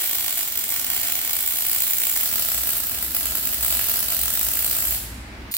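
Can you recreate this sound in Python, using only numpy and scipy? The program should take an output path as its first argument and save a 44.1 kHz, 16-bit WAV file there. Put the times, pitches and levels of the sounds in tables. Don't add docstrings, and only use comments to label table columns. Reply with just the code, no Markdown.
import sys
import numpy as np
from scipy import signal
from scipy.fft import rfft, irfft
from scipy.io import wavfile
from scipy.ndimage import uniform_filter1d

SR = 44100
rng = np.random.default_rng(int(sys.argv[2]) if len(sys.argv) > 2 else 0)


def pcm_store(signal):
    levels = np.round(np.clip(np.atleast_2d(signal), -1, 1) * 32767)
    wavfile.write(sys.argv[1], SR, levels.astype(np.int16).T)


N = 245637
TIME = np.arange(N) / SR
HZ = np.fft.rfftfreq(4096, 1 / SR)
SECOND_BEAD_S, ARC_OFF_S, LAST_BEAD_S = 2.205, 4.965, 5.5125
EDGE_HZ = 15820
# time in seconds, level in dB and dull pop in dB, both before the gains in dips().
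HARD_SNAPS = [(0.0188, -22.5, -13), (0.0397, -23.5, -11), (0.0583, -21.5, -15), (0.0745, -23.0, -14),
              (0.0937, -22.0, -12), (0.1114, -22.0, -11), (0.1307, -23.0, -10), (0.1476, -21.0, -14),
              (0.1533, -22.5, -12), (0.1835, -21.0, -12), (0.1938, -25.5, -10), (0.2072, -23.0, -9),
              (0.225, -24.5, -11), (0.2431, -22.5, -9), (0.2614, -23.5, -10), (0.2803, -22.0, -6),
              (0.2935, -23.0, -13), (0.3062, -23.5, -12), (0.3253, -21.5, -13), (0.373, -21.5, -14),
              (0.3788, -22.5, -11), (0.3903, -21.5, -11), (0.4079, -23.5, -9), (0.4289, -23.0, -12),
              (0.4756, -23.5, -13), (0.5549, -24.0, -11), (0.574, -20.0, -14), (0.5905, -23.0, -11),
              (0.6385, -22.0, -12), (0.6899, -23.0, -15), (0.7032, -21.5, -14), (0.7139, -24.0, -14),
              (0.7215, -23.0, -11), (0.7399, -23.5, -11), (0.7617, -22.5, -9), (0.7957, -21.5, -14),
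              (0.8129, -24.5, -12), (0.8454, -22.5, -16), (0.8661, -24.5, -12), (0.9009, -22.5, -9),
              (0.915, -25.5, -10), (0.9328, -22.0, -10), (0.9464, -23.0, -13), (0.963, -22.0, -10),
              (0.9976, -24.0, -14), (1.0134, -23.5, -12), (1.0311, -23.5, -10), (1.0835, -21.5, -11),
              (1.0977, -24.0, -8), (1.1211, -20.5, -11), (1.1529, -22.0, -11), (1.1651, -24.5, -12),
              (1.1893, -23.0, -12), (1.2136, -24.0, -11), (1.2479, -22.0, -14), (1.2751, -21.0, -14),
              (1.2942, -21.5, -12), (1.3078, -22.0, -14), (1.3316, -18.5, -15), (1.3526, -21.5, -16),
              (1.3657, -19.0, -13), (1.3884, -22.0, -12), (1.4059, -22.5, -14), (1.4255, -22.0, -18),
              (1.4608, -20.0, -17), (1.4748, -18.5, -16), (1.5075, -23.0, -11), (1.5212, -21.5, -14),
              (1.5353, -22.0, -15), (1.5574, -19.5, -18), (1.5702, -21.5, -13), (1.5854, -20.0, -15),
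              (1.6063, -21.5, -14), (1.6212, -18.5, -15), (1.6512, -21.0, -18), (1.6657, -18.0, -16),
              (1.6836, -21.0, -15), (1.6958, -21.0, -13), (1.714, -18.5, -17), (1.7302, -18.0, -16),
              (1.7473, -19.0, -16), (1.7609, -19.5, -13), (1.7827, -20.5, -18), (1.8032, -16.5, -16),
              (1.8199, -17.5, -18), (1.8356, -19.5, -17), (1.8677, -20.5, -15), (1.8769, -20.5, -16),
              (1.9075, -18.0, -16), (1.9336, -17.0, -17), (1.9686, -22.0, -19), (1.9835, -18.5, -16),
              (2.0009, -18.0, -16), (2.0172, -18.5, -14), (2.0354, -17.5, -15), (2.0523, -22.0, -13),
              (2.0688, -17.5, -13), (2.096, -16.0, -17), (2.1616, -17.0, -13), (2.1725, -18.5, -14),
              (2.2093, -18.5, -16), (2.2333, -18.0, -16), (2.258, -17.5, -16), (2.3129, -22.0, -14),
              (2.3269, -21.0, -14), (2.3378, -22.0, -12), (2.3571, -17.5, -15), (2.3817, -21.0, -13),
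              (2.3952, -18.0, -14), (2.4228, -17.5, -16), (2.4481, -20.5, -15), (2.4866, -20.5, -12),
              (2.5178, -21.0, -11), (2.5442, -21.5, -11), (2.5775, -20.0, -14), (2.6339, -21.5, -13),
              (2.6719, -21.5, -11), (2.6903, -18.5, -11), (2.7048, -19.5, -19), (2.768, -22.5, -14),
              (2.8011, -24.0, -19), (2.836, -22.0, -13), (2.869, -22.5, -19), (2.9113, -24.0, -17),
              (2.9859, -25.0, -11), (3.0262, -19.0, -15), (3.0459, -24.0, -19), (3.1075, -24.5, -16),
              (3.1476, -18.0, -14), (3.1657, -18.0, -13), (3.1987, -24.0, -19), (3.2086, -23.5, -12),
              (3.2304, -23.5, -13), (3.2559, -18.5, -14), (3.2678, -23.5, -12), (3.3091, -24.5, -13),
              (3.3522, -19.0, -13), (3.3709, -22.0, -16), (3.3818, -23.5, -14), (3.4282, -23.0, -17),
              (3.4529, -18.5, -18), (3.4716, -18.0, -15), (3.527, -24.5, -14), (3.5332, -24.5, -11),
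              (3.5433, -22.0, -13), (3.6088, -21.5, -14), (3.6272, -19.5, -16), (3.6336, -22.0, -11),
              (3.6466, -17.0, -14), (3.6626, -18.5, -16), (3.681, -19.5, -16), (3.7044, -18.0, -14),
              (3.7248, -19.0, -10), (3.7506, -19.0, -13), (3.7696, -18.5, -15), (3.793, -21.0, -7),
              (3.8122, -20.0, -17), (3.822, -21.5, -15), (3.841, -22.5, -17), (3.8673, -22.5, -16),
              (3.8855, -19.0, -13), (3.8963, -19.0, -13), (3.9148, -19.0, -14), (3.9392, -19.5, -13),
              (3.9583, -18.0, -17), (3.97, -21.5, -17), (3.991, -21.0, -15), (4.0036, -20.0, -15),
              (4.028, -20.5, -13), (4.0842, -19.5, -15), (4.1023, -20.5, -12), (4.1215, -20.5, -11),
              (4.1465, -19.5, -15), (4.1664, -20.0, -15), (4.191, -18.5, -15), (4.2136, -17.0, -19),
              (4.2339, -18.5, -15), (4.2563, -17.5, -16), (4.28, -16.5, -17), (4.3032, -18.5, -17),
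              (4.3375, -17.5, -16), (4.3534, -17.5, -18), (4.3735, -19.5, -14), (4.3931, -18.0, -18),
              (4.4119, -16.5, -16), (4.43, -18.5, -17), (4.4478, -21.0, -16), (4.4664, -19.0, -19),
              (4.4857, -18.0, -15), (4.5152, -22.0, -16), (4.5357, -19.0, -18), (4.5531, -18.5, -18),
              (4.5711, -18.0, -19), (4.5907, -18.0, -17), (4.625, -20.5, -15), (4.6456, -17.5, -15),
              (4.6636, -17.5, -16), (4.6967, -21.0, -19), (4.7113, -16.5, -17), (4.7285, -21.5, -15),
              (4.7503, -21.5, -15), (4.7658, -19.0, -17), (4.7853, -18.0, -17), (4.8034, -19.0, -18),
              (4.8234, -20.0, -16), (4.8522, -20.0, -17), (4.8716, -20.5, -17), (4.8814, -22.0, -15),
              (4.9078, -21.0, -16), (5.5401, -22, -16), (5.5439, -31, -15), (5.5484, -29, -18),
              (5.567, -22, -15)]


def amp(db):
    return 10 ** (np.asarray(db) / 20)


def unit(x):
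    return x / np.sqrt(np.mean(abs(x) ** 2) + 1e-20)


def read(points, hz):
    f, value = np.transpose(points)
    return np.interp(np.log(hz + 1), np.log(f + 1), value)


def curve(points):
    return np.interp(TIME, *np.transpose(points))


def causal(db):
    cepstrum = irfft(np.log(amp(np.maximum(db, db.max() - 80))))
    half = len(HZ) - 1
    cepstrum[..., 1:half] *= 2
    cepstrum[..., half + 1:] = 0
    return irfft(np.exp(rfft(cepstrum)))


def through(x, response):
    return signal.fftconvolve(np.atleast_2d(x), np.atleast_2d(response), axes=1)[:, :N]


def clicks(s, size):
    place = np.clip(np.round(s * SR).astype(int), 0, N - 1)
    return np.bincount(place, size, N)


def diffuse(length):
    # frequency in Hz, left-right likeness from 0 to 1.
    likeness = [(60, 0.93), (130, 0.99), (290, 0.85), (640, 0.48), (1400, 0.013), (16000, 0.0084)]
    hz = np.fft.rfftfreq(length, 1 / SR)
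    a, b = np.exp(2j * np.pi * rng.random((2, len(hz))))
    alike = np.clip(read(likeness, hz), -1, 1)
    return hz, np.array([a, alike * a + np.sqrt(1 - alike ** 2) * b])


def arc_state():
    # time in seconds, ordinary snaps in dB, sizzle in dB, lift of the sizzle's low mids in dB.
    arc_rows = [(0, -27, -28, 11), (.35, -27.5, -33.5, -13), (.5, -27, -30, 6), (.66, -27, -36.5, 10.5),
                (.8, -25, -33, 8.5), (.9, -26.5, -32, 15.5), (1.05, -26.5, -34, 6), (1.3, -26.5, -32, 11.5),
                (1.8, -24.5, -30, -11), (2.2, -24.5, -32.5, -9), (2.681, -24, -27.5, -14),
                (2.95, -27, -33, 10.5), (3.1, -28, -34, 2), (3.249, -28, -33, 11), (3.499, -26, -32, -2),
                (3.588, -31, -31, 2), (3.65, -15, -33, -6), (3.85, -27, -28.5, 5), (4.06, -26, -35, 6),
                (4.3, -24.5, -38, -24), (4.96, -23, -27, 1)]
    s, *columns = np.transpose(arc_rows)
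    return [np.interp(TIME, s, column) for column in columns]


def dips(dips_per_s=55, jitter_cycles=.13, steady_db=-23, jitter_per_db=.18):
    spread_db, pop_db, pop_spread_db = 1.3, 9, 2.5
    hard_gain_db, hard_pop_gain_db = 1.5, 21.5
    hard_s, hard_db, hard_pop_db = np.transpose(HARD_SNAPS)
    marks = np.r_[0, np.sort(hard_s[hard_s < ARC_OFF_S]), ARC_OFF_S]
    steps = np.maximum(np.round(np.diff(marks) * dips_per_s), 1)
    cycles = np.r_[0, np.cumsum(steps)]
    free = np.setdiff1d(np.arange(cycles[-1]), cycles)
    late, size, dull = np.clip(rng.standard_normal((N, 3))[:len(free)].T, -2, 2)
    db = np.interp(np.interp(free, cycles, marks), TIME, arc_state()[0])
    jitter = jitter_cycles + jitter_per_db * np.maximum(steady_db - db, 0)
    s = np.interp(free + jitter * late, cycles, marks)
    return (np.r_[s, hard_s], np.r_[db + spread_db * size, hard_db + hard_gain_db],
            np.r_[pop_db + pop_spread_db * dull, hard_pop_db + hard_pop_gain_db])


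def snaps(pop_hz=3000, touch_db=-20, short_ms=3.2, short_spread=0.27, spray_hz=1200):
    snap_db, spray_db, spray_s = 21.5, -2, .0003
    s, db, pop_db = dips()
    wait, size = rng.standard_normal((N, 2))[:len(s)].T
    crack = clicks(s, amp(db))
    pop = signal.lfilter(*signal.butter(1, pop_hz, fs=SR), clicks(s, amp(db) * (amp(pop_db) - 1)))
    touch_s = s - short_ms / 1000 * np.exp(short_spread * wait)
    touch = clicks(touch_s, amp(db + touch_db + 2 * size))
    age = TIME[:len(HZ)] / spray_s
    puff = np.sqrt(age) * np.exp(-age)
    spray = through(crack, puff / np.linalg.norm(puff))[0] * np.sign(rng.standard_normal(N))
    spray = signal.sosfilt(signal.butter(2, spray_hz, "high", fs=SR, output="sos"), spray)
    return amp(snap_db) * (crack + pop + touch + amp(spray_db) * spray)


def sizzle(per_s=380, spread_db=3, hiss_db=-11, throat_hz=3000):
    # time in seconds, level in dB.
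    last_hiss = [(5.513, -29), (5.53, -30), (5.538, -42.5), (5.546, -22), (5.556, -32), (5.57, -36)]
    flare_throat = 1
    short_s, short_db = .0046, -5
    _, burn_db, throat_db = arc_state()
    flare_db = flares()
    burn_db, throat_db = burn_db + flare_db, throat_db + flare_throat * flare_db
    sizes = amp(spread_db * np.minimum(rng.exponential(1, N), 3))
    droplets = unit(sizes * (rng.random(N) < per_s / SR))
    burn = unit(droplets + amp(hiss_db) * rng.standard_normal(N))
    last = amp(curve(last_hiss)) * (TIME > LAST_BEAD_S) * unit(.5 * burn + rng.standard_normal(N))
    low_mids = signal.lfilter(*signal.butter(1, throat_hz, fs=SR), burn - burn.mean())
    burn = burn + (amp(throat_db) - 1) * low_mids
    hard_s = np.transpose(HARD_SNAPS)[0]
    shorted = np.cumsum(clicks(hard_s - short_s, None) - clicks(hard_s, None)) > 0
    return burn * amp(burn_db + short_db * shorted) * (TIME < ARC_OFF_S) + last


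def flares():
    # middle in seconds, length in seconds, lift of the sizzle in dB.
    flare_rows = [(0.29, .035, -1), (0.369, 0.038, 11.5), (0.722, 0.052, 5), (1.041, 0.055, 8),
                  (1.38, 0.038, -9), (2.158, .03, 7.5), (2.695, 0.024, 0), (3.727, 0.062, 7.5),
                  (4.13, .05, 9.5)]
    return sum(db * np.exp(-(2 * (TIME - s) / length) ** 2) for s, length, db in flare_rows)


def near_steel(paths, smooth_hz=4000):
    # frequency in Hz, lead in radians.
    port_phase = [(200, 0), (1200, .05), (2100, .3), (2800, 1.6), (4200, 3), (5700, 4.2), (10000, 3.6),
                  (12000, 4.5), (15300, 6.4)]
    total = 0
    rough = HZ ** 4 / (HZ ** 4 + smooth_hz ** 4)
    for delay_ms, bass_db, treble_db, scatter_ms, lead_ms in paths:
        wander = np.hypot(*unit(uniform_filter1d(rng.standard_normal((2, len(HZ))), size=24, axis=1)))
        late_ms = delay_ms + (np.array([[0], [lead_ms]]) + scatter_ms * wander ** 2 / 2) * rough
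        gain = amp(bass_db + (treble_db - bass_db) * rough)
        total = total + gain * np.exp(-2j * np.pi * HZ[1] * np.cumsum(late_ms, 1) / 1000)
    total = total * np.exp(-1j * np.array([[0], [1]]) * read(port_phase, HZ))
    return irfft(total / np.sqrt(uniform_filter1d(abs(total) ** 2, size=66, axis=1)))


def workshop(gap_s=.004, build_s=.014):
    # frequency in Hz, time to fade by 60 dB in seconds.
    fade_times = [(200, 1), (1000, 0.74), (3000, 1.0), (6000, 0.9), (9000, 0.81), (12000, 0.5),
                  (16000, 0.38)]
    # frequency in Hz, echo level in dB.
    room_level = [(150, -5.5), (600, -6.5), (1500, -3), (3000, 0.5), (6000, 1.5), (8000, -2.5), (11000, 0),
                  (16000, -2)]
    hz, t, z = signal.stft(irfft(diffuse(SR)[1]) * np.sqrt(SR), SR, nperseg=256)
    t60 = read(fade_times, hz)[:, None]
    fade = np.exp(-np.log(1000) * t / t60)
    even = np.sqrt(2 * np.log(1000) / (t60 * SR))
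    z *= amp(read(room_level, hz)[:, None]) * fade * even
    tail = signal.istft(z, SR, nperseg=256)[1][:, :SR]
    return tail * np.clip((TIME[:SR] - gap_s) / build_s, 0, 1)


def bead(arc, colour, paths, weaves_per_s=1.5):
    # frequency in Hz, left minus right in dB.
    ports = [(60, -2.5), (700, 1), (1300, -5), (2300, -6.5), (3200, -4), (5000, -2), (6400, -.5),
             (7700, -5.5), (9200, 3), (10700, 4), (12200, -2), (13300, 1.5), (15300, -3.5)]
    db = read(colour, HZ)
    db = db - 10 * np.log10(np.mean(amp(db) ** 2 * (HZ < EDGE_HZ)))
    heard = through(arc, causal(db + np.array([[1], [-1]]) * read(ports, HZ) / 2))
    burning = np.concatenate([heard[:, SR:0:-1], heard], axis=1)
    turn = 2 * np.pi * weaves_per_s * np.arange(SR + N) / SR
    echo = sum(signal.fftconvolve(burning * share, workshop(), axes=1) for share in (np.cos(turn), np.sin(turn)))
    return through(heard, near_steel(paths)) + echo[:, SR:SR + N]


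def background(rumble_db=0, last_db=-14):
    # time in seconds, level in dB.
    rumble_level, air_level = [(0, -60), (.18, -51), (.3, -55), (.58, -51), (.75, -49), (1.3, -51),
                               (2.12, -52.5), (2.3, -48.5), (2.9, -46.5), (3.35, -42.5), (3.7, -47),
                               (4.6, -46.5), (5, -42.5), (5.4, -40.5)], [(0, -48.5), (2.2, -47.5), (4.9, -44), (5.1, -43), (5.5, -42)]
    # frequency in Hz, strength in dB per Hz.
    rumble_colour, air_colour = [(8, -60), (25, -20), (42, 2.5), (60, -4), (80, 0), (115, 0.5), (150, -11),
                                 (240, -2), (300, -7.5), (400, -11.5), (500, -42), (900, -36.5)], [(200, -13), (450, -4.5), (700, -1.5), (1300, -3),
                                                        (2200, -1), (3200, -9.5), (5000, -13), (8000, -28),
                                                        (16000, -43)]
    hz, z = diffuse(N)
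    rumble = unit(irfft(z * amp(read(rumble_colour, hz)), N)) * amp(curve(rumble_level) + rumble_db)
    hz, z = diffuse(N)
    air = unit(irfft(z * amp(read(air_colour, hz)), N)) * amp(curve(air_level))
    return (rumble + air + drone()) * amp(last_db * (TIME > LAST_BEAD_S))


def drone(hz=61.2, wander_hz=2.76, drone_db=-3.5, edge_s=.048):
    # time in seconds, level in dB.
    rest_level = [(0, -59), (2.1, -55), (2.3, -50.5), (4, -49.5), (5.5, -43.5)]
    # start in seconds, length in seconds, level in dB before drone_db is added.
    surges = [(2.546, 0.092, -35.5), (2.96, 0.16, -38), (3.235, 0.1, -35), (3.577, 0.088, -34),
              (3.693, 0.12, -35), (4.057, 0.043, -36), (4.182, 0.11, -33.5), (4.408, 0.11, -36.5),
              (4.582, 0.068, -37), (4.704, 0.056, -37), (4.859, 0.12, -33.5), (5.018, 0.24, -34.5),
              (5.332, 0.086, -44), (5.45, 0.067, -47)]
    wander = unit(uniform_filter1d(rng.standard_normal(N), size=4000))
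    level = amp(curve(rest_level))
    for start, length, db in surges:
        inside_s = np.minimum(TIME - start, start + length - TIME)
        level = np.maximum(level, amp(db + drone_db) * np.clip(.5 + inside_s / edge_s, 0, 1))
    return level * unit(np.sin(2 * np.pi * np.cumsum(hz + wander_hz * wander) / SR))


def scene():
    # frequency in Hz, strength in dB per Hz.
    first_colour, second_colour = [(25, -50.5), (100, -38.5), (250, -19), (370, -20), (480, -25),
                                   (650, -14), (880, -24.5), (1100, -21), (1450, -16), (1650, -20.5),
                                   (2200, -14.5), (2750, -17.5), (3150, -12.5), (4200, -13.5),
                                   (6300, -13.5), (7700, -4), (9500, -9), (12000, -1), (13300, -2.5),
                                   (15300, 3)], [(25, -48), (100, -17), (300, -22), (500, -21.5),
                                                         (680, -14), (950, -23), (1150, -21.5),
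                                                         (1350, -17.5), (1650, -16.5), (2150, -22.5),
                                                         (2700, -17), (4200, -14.5), (6300, -15.5),
                                                         (7800, -7), (9500, -9.5), (12200, -2.5),
                                                         (13300, -3.5), (15500, 1)]
    last_colour = [(25, -52), (100, -42), (600, -17), (1500, -14), (2800, -8), (4300, 2), (5800, -8),
                   (7500, 1), (12000, 1.5), (15500, 10)]
    # delay in ms, bass in dB, treble in dB, treble scatter in ms, treble lead at the left port in ms.
    first_paths, second_paths = [(0, 0, 0, .35, 0), (0.95, -16, -1.5, .25, .3), (1.75, -10, -12, .25, -.2),
                                 (2.75, -.5, -.5, .2, -.1), (3.85, -2.5, -5, .3, .17),
                                 (5.2, -10, -12, .5, -.4), (11, -11, -11, .8, .4),
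                                 (13.8, -13, -11, .4, -.3)], [(0, 0, 0, .3, 0), (1.0, -14, -3, .25, .3),
                                                      (3.02, -2, -7, .22, -.2), (3.9, -10, -4.5, .22, -.12),
                                                      (4.6, -15, -9.5, .6, .17), (9.5, -15, -11, 2, -.4),
                                                      (12, -12, -10, 2.5, .4)]
    last_paths = [(.25, 0, 0, .35, .22), (3.8, -14, -14, .5, -.2)]
    arc = snaps() + sizzle()
    moved, last = TIME > SECOND_BEAD_S, TIME > LAST_BEAD_S
    first_bead = bead(arc * ~moved, first_colour, first_paths)
    second_bead = bead(arc * (moved & ~last), second_colour, second_paths)
    last_bead = bead(arc * last, last_colour, last_paths)
    return first_bead + second_bead + last_bead + background()


def record(dry):
    low_pass = signal.firwin(801, EDGE_HZ, window=("kaiser", 8), fs=SR)
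    return signal.oaconvolve(np.tanh(dry), low_pass[None], "same")


dry = scene()
out = record(dry)
pcm_store(out)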